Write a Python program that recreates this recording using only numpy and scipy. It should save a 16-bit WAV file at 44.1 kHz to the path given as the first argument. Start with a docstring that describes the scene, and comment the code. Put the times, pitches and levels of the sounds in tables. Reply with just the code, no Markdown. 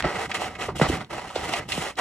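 """Close to a phone's two microphone ports, scissors cut a thin page in a row of quick strokes.
The handled page rumbles, its creases crackle, and it buckles with pops that fall in pitch.
Fibres part in dense tiny clicks that ring the sheet and hiss along the blades.
Each port also hears the far parts of the sheet differently, which widens the sound."""
import sys
import numpy as np
from scipy import signal
from scipy.fft import rfft, irfft
from scipy.io import wavfile
from scipy.ndimage import uniform_filter1d

SR = 44100
rng = np.random.default_rng(int(sys.argv[2]) if len(sys.argv) > 2 else 0)


def output_pcm(signal):
    """Save a mono or channel-first signal as 16-bit PCM at the path in sys.argv[1].

    Samples are clipped to [-1, 1] before scaling.
    """
    pcm = np.clip(np.atleast_2d(signal).T, -1, 1) * 32767
    wavfile.write(sys.argv[1], SR, np.round(pcm).astype(np.int16))


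N = 88244
T = np.arange(N) / SR
HZ = np.maximum(np.arange(N // 2 + 1) * SR / N, 1)


def undb(db):
    """Decibels to gain."""
    return 10 ** (np.asarray(db) / 20)


def over_hz(table):
    """A (freq_hz, value) curve read at every frequency, on a log axis."""
    freq_hz, values = np.array(table, float).T
    return np.interp(np.log(HZ), np.log(np.maximum(freq_hz, 1)), values)


def colour(x, eq):
    """EQ by a (freq_hz, gain_db) curve, rolling off beyond its ends; unit rms."""
    rolloff = np.minimum(HZ / eq[0][0], 1) ** 4 * np.minimum(eq[-1][0] / HZ, 1) ** 4
    shaped = irfft(rfft(x) * undb(over_hz(eq)) * rolloff, N)
    return shaped / shaped.std()


def waver(rate_hz):
    """Smoothed random steps with the slow drift taken out; unit spread."""
    hold = int(SR / rate_hz)
    steps = np.repeat(rng.standard_normal(N // 50), hold)[:N]
    wobble = uniform_filter1d(steps, hold // 2)
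    wobble -= uniform_filter1d(wobble, 4 * hold)
    return wobble / wobble.std()


def envelope(age_s, rise_s, t60_ms):
    """Quick attack, then an exponential decay that takes at least 10 ms to fall 60 dB."""
    attack = 1 - np.exp(-age_s / rise_s)
    return attack * np.exp(-np.log(1000) * 1000 * age_s / np.maximum(t60_ms, 10))


def page_rumble():
    """The held page flexes: low noise with a wavering level."""
    # swell of the rumble: time_s, level_db
    swell = [(0, -55), (0.053, -24.5), (.09, -42), (.55, -45.5), (.69, -38.5), (.74, -40), (.765, -35.5),
             (.83, -30), (.92, -32), (1.09, -51.5), (1.15, -42.5), (1.32, -51), (1.37, -40.5),
             (1.55, -38.5), (1.66, -43.5), (1.77, -40), (1.9, -49), (2.0, -55.5)]
    # tone of the flexing page: freq_hz, gain_db
    rumble_eq = [(35, -15.5), (60, -0.5), (170, -1.5), (350, -8.5)]
    time_s, level_db = np.array(swell).T
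    waver_db = 2.18 * waver(rate_hz=22)
    return undb(np.interp(T, time_s, level_db) + waver_db) * colour(rng.standard_normal(N), rumble_eq)


def crease_crackles(clicks):
    """Creases crackle: bursts of clicks in a broad resonance; longer scrapes swell more slowly."""
    # one burst per crease: start_s, relative_level_db, centre_hz, decay_ms
    creases = [(.0052, -7, 1510, 5.5), (0.0246, -12.5, 1730, 0.5), (0.3144, -15.5, 1945, 39.5),
               (0.343, -17.5, 2040, 120.5), (0.551, -28, 1810, 58.5), (0.609, -25, 2000, 141.5),
               (0.685, -19.5, 845, 109.5), (0.8, -14.5, 1460, 3.5), (0.8131, -16, 1560, 44.5),
               (0.817, -28.5, 3430, 298.5), (1.046, -29, 2470, 7), (1.292, -31, 2980, 16),
               (1.354, -25.5, 3430, 96.5), (1.239, -29.5, 775, 139.5), (1.299, -28, 870, 97),
               (1.327, -33, 1110, 53.5), (1.535, -15, 2516, 54.5), (1.7188, -11, 2483, 48.5),
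               (1.954, -41, 3450, 28.5), (1.978, -21.5, 1530, 200)]
    rise_share, relative_width = 0.0156, 0.794
    out, spectrum = np.zeros(N), rfft(clicks)
    for start_s, level_db, centre_hz, decay_ms in creases:
        detune = (HZ / centre_hz - centre_hz / HZ) / relative_width
        band = irfft(spectrum / (1 + detune ** 2), N)
        burst = envelope(np.maximum(T - start_s, 0), rise_share * decay_ms / 1000, decay_ms)
        out += undb(level_db) / 2 * burst * band / band.std()
    return out


def buckle_pops():
    """Each buckle is a bending wave: high pitch first, falling fast to a short, lower ring."""
    # buckles of the sheet: start_s, level_db, start_pitch_hz, end_pitch_hz, ring_ms
    buckles = [(0.0462, -11.5, 770, 511, 12.5), (0.0534, -17.5, 483, 126.6, 40), (0.419, -8, 890, 728, 8),
               (.685, -20.5, 887, 382, 73.5), (0.7976, -10.5, 1086, 404, 21.5),
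               (0.8139, -6, 1214, 145.8, 73.5), (0.8983, -6, 438, 313, 26),
               (0.885, -16.5, 90, 74.76, 202.5), (0.928, -16.5, 299, 170.8, 56), (1.3604, -9, 957, 331, 19),
               (1.538, -11.5, 900, 692.3, 27), (1.778, -18, 934, 148.2, 70.5)]
    fall_s, rise_cycles = 0.001754, 0.64
    out = np.zeros(N)
    for start_s, level_db, start_hz, end_hz, ring_ms in buckles:
        age_s = np.maximum(T - start_s, 0)
        cycles = end_hz * age_s + (start_hz - end_hz) * fall_s * (1 - np.exp(-age_s / fall_s))
        pop = envelope(age_s, rise_cycles / start_hz, ring_ms) * np.sin(2 * np.pi * cycles)
        out += undb(level_db) * pop
    return out


def fibre_clicks():
    """Paper fibres part in dense clicks of very uneven size, over a soft bed of noise."""
    clicks_per_s, spread_db = 3000, 4.0
    snaps = rng.random(N) < clicks_per_s / SR
    accent_db = spread_db * np.minimum(rng.exponential(size=N), 1.7)
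    sizes = undb(accent_db) * rng.standard_normal(N)
    return snaps * sizes + .3 * rng.standard_normal(N)


def scissor_cut(clicks):
    """The clicks ring the curved sheet, with one hollow resonance, and hiss along the blades."""
    # level curves of the strokes: time_s, sheet_level_db, blade_level_db
    strokes = [ (0, -67.5, -40), (0.036, -33, -73.5), (0.049, -21.5, -49), (0.087, -31, -49.5),
               (.22, -30.5, -42), (0.26, -32.5, -43), (.272, -51, -58.5), (.288, -51.5, -61),
               (0.295, -35.5, -46.5), (0.337, -39, -58), (0.345, -32.5, -34.5), (0.391, -35.5, -48),
               (0.416, -30, -38), (0.465, -32.5, -43), (.5, -40.5, -55), (.575, -46.5, -61.5),
               (0.616, -31.5, -39), (0.649, -32.5, -43.5), (0.675, -45, -48), (0.689, -37, -57.5),
               (.72, -55, -62.5), (0.749, -48.5, -82.5), (0.756, -37.5, -46.5), (.79, -45.5, -38),
               (.811, -45.5, -46), (0.817, -23.5, -36.5), (0.866, -23.5, -47), (0.883, -38, -37.5),
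               (0.937, -27.5, -40.5), (0.967, -37.5, -47), (1.014, -34.5, -53), (1.06, -60, -74),
               (1.09, -62.5, -76), (1.106, -35.5, -49), (1.198, -34, -48), (1.235, -42, -54),
               (1.274, -40, -51), (1.289, -46.5, -51.5), (1.345, -47, -51), (1.357, -34, -47),
               (1.54, -32.5, -38.5), (1.591, -29.5, -39), (1.603, -34.5, -53.5), (1.676, -55, -66.5),
               (1.69, -40, -37.5), (1.76, -36.5, -37.5), (1.861, -32, -39.5), (1.903, -36.5, -45.5),
               (1.931, -54, -59.5), (1.961, -68, -86), (1.973, -33, -38.5), (2.0, -27, -40.5)]
    # body of the cut sheet: freq_hz, gain_db
    sheet_eq = [(150, -31.5), (330, 5), (520, -0.5), (760, 1), (1200, 0), (2100, -1), (3300, -18.5),
                (4500, -18.5)]
    # bright hiss of the blades: freq_hz, gain_db
    blade_eq = [(3000, 9.5), (4200, -4), (5300, -1.5), (7500, -3.5), (10000, -2), (12500, -1), (15500, -38)]
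    hollow_hz, hollow_width_hz, resonance_db = 732.4, 115.4, 2.5
    time_s, sheet_db, blade_db = np.array(strokes).T
    hollow = 1 + undb(resonance_db) / (1 + 2j * (HZ - hollow_hz) / hollow_width_hz)
    sheet = colour(irfft(rfft(clicks) * hollow, N), sheet_eq)
    blades = colour(clicks, blade_eq)
    return undb(np.interp(T, time_s, sheet_db)) * sheet + undb(np.interp(T, time_s, blade_db)) * blades


def scene():
    """The near sound through both ports, plus what each port alone hears of the wide sheet."""
    # phase between the ports: freq_hz, left_lead_rad
    port_phase = [(100, -.1), (340, -.3), (780, .2), (1380, -.1), (2760, 1), (4220, 1.2), (4820, 3.14),
                  (5400, 6.3), (6900, 7.3), (9650, 8.3), (11000, 3 * np.pi)]
    # balance between the ports: freq_hz, left_minus_right_db
    port_balance = [(60, -.5), (600, -2.8), (1200, -1.5), (3500, -2.6), (7000, 0)]
    # far parts of the sheet against the direct sound: freq_hz, gain_db
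    width_eq = [(200, -25), (600, -2), (1300, -15), (3000, -4), (8000, 1.5), (11000, -12)]
    flutter_db, tail_db = 1.5, -7
    flutter = undb(flutter_db * waver(rate_hz=70))
    # three layers of paper with their own clicks: near, far left, far right
    paper = [scissor_cut(fibre_clicks() * flutter) + crease_crackles(fibre_clicks()) for _ in range(3)]
    # the sheet's dense modes: a short random tail behind every click
    tail = rng.standard_normal(N) * envelope(T, rise_s=0.00018, t60_ms=70)
    ring = 1 + undb(tail_db) * rfft(tail / np.linalg.norm(tail))
    near = rfft(paper[0]) * ring + rfft(page_rumble() + buckle_pops())
    wide = rfft(paper[1:]) * ring * undb(over_hz(width_eq))
    left_port = undb(over_hz(port_balance) / 2) * np.exp(.5j * over_hz(port_phase))
    return irfft(near * np.array([left_port, 1 / left_port]) + wide, N)


def record(dry):
    """Faint, dark microphone hiss, then a steep high cut."""
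    hiss = undb(-59.5) * signal.lfilter([.3], [1, -.9], rng.standard_normal(dry.shape))
    cutoff_hz = 15800
    high_cut = signal.ellip(10, .2, 80, cutoff_hz, fs=SR, output="sos")
    return signal.sosfilt(high_cut, dry + hiss)


dry = scene()
out = record(dry)
output_pcm(out)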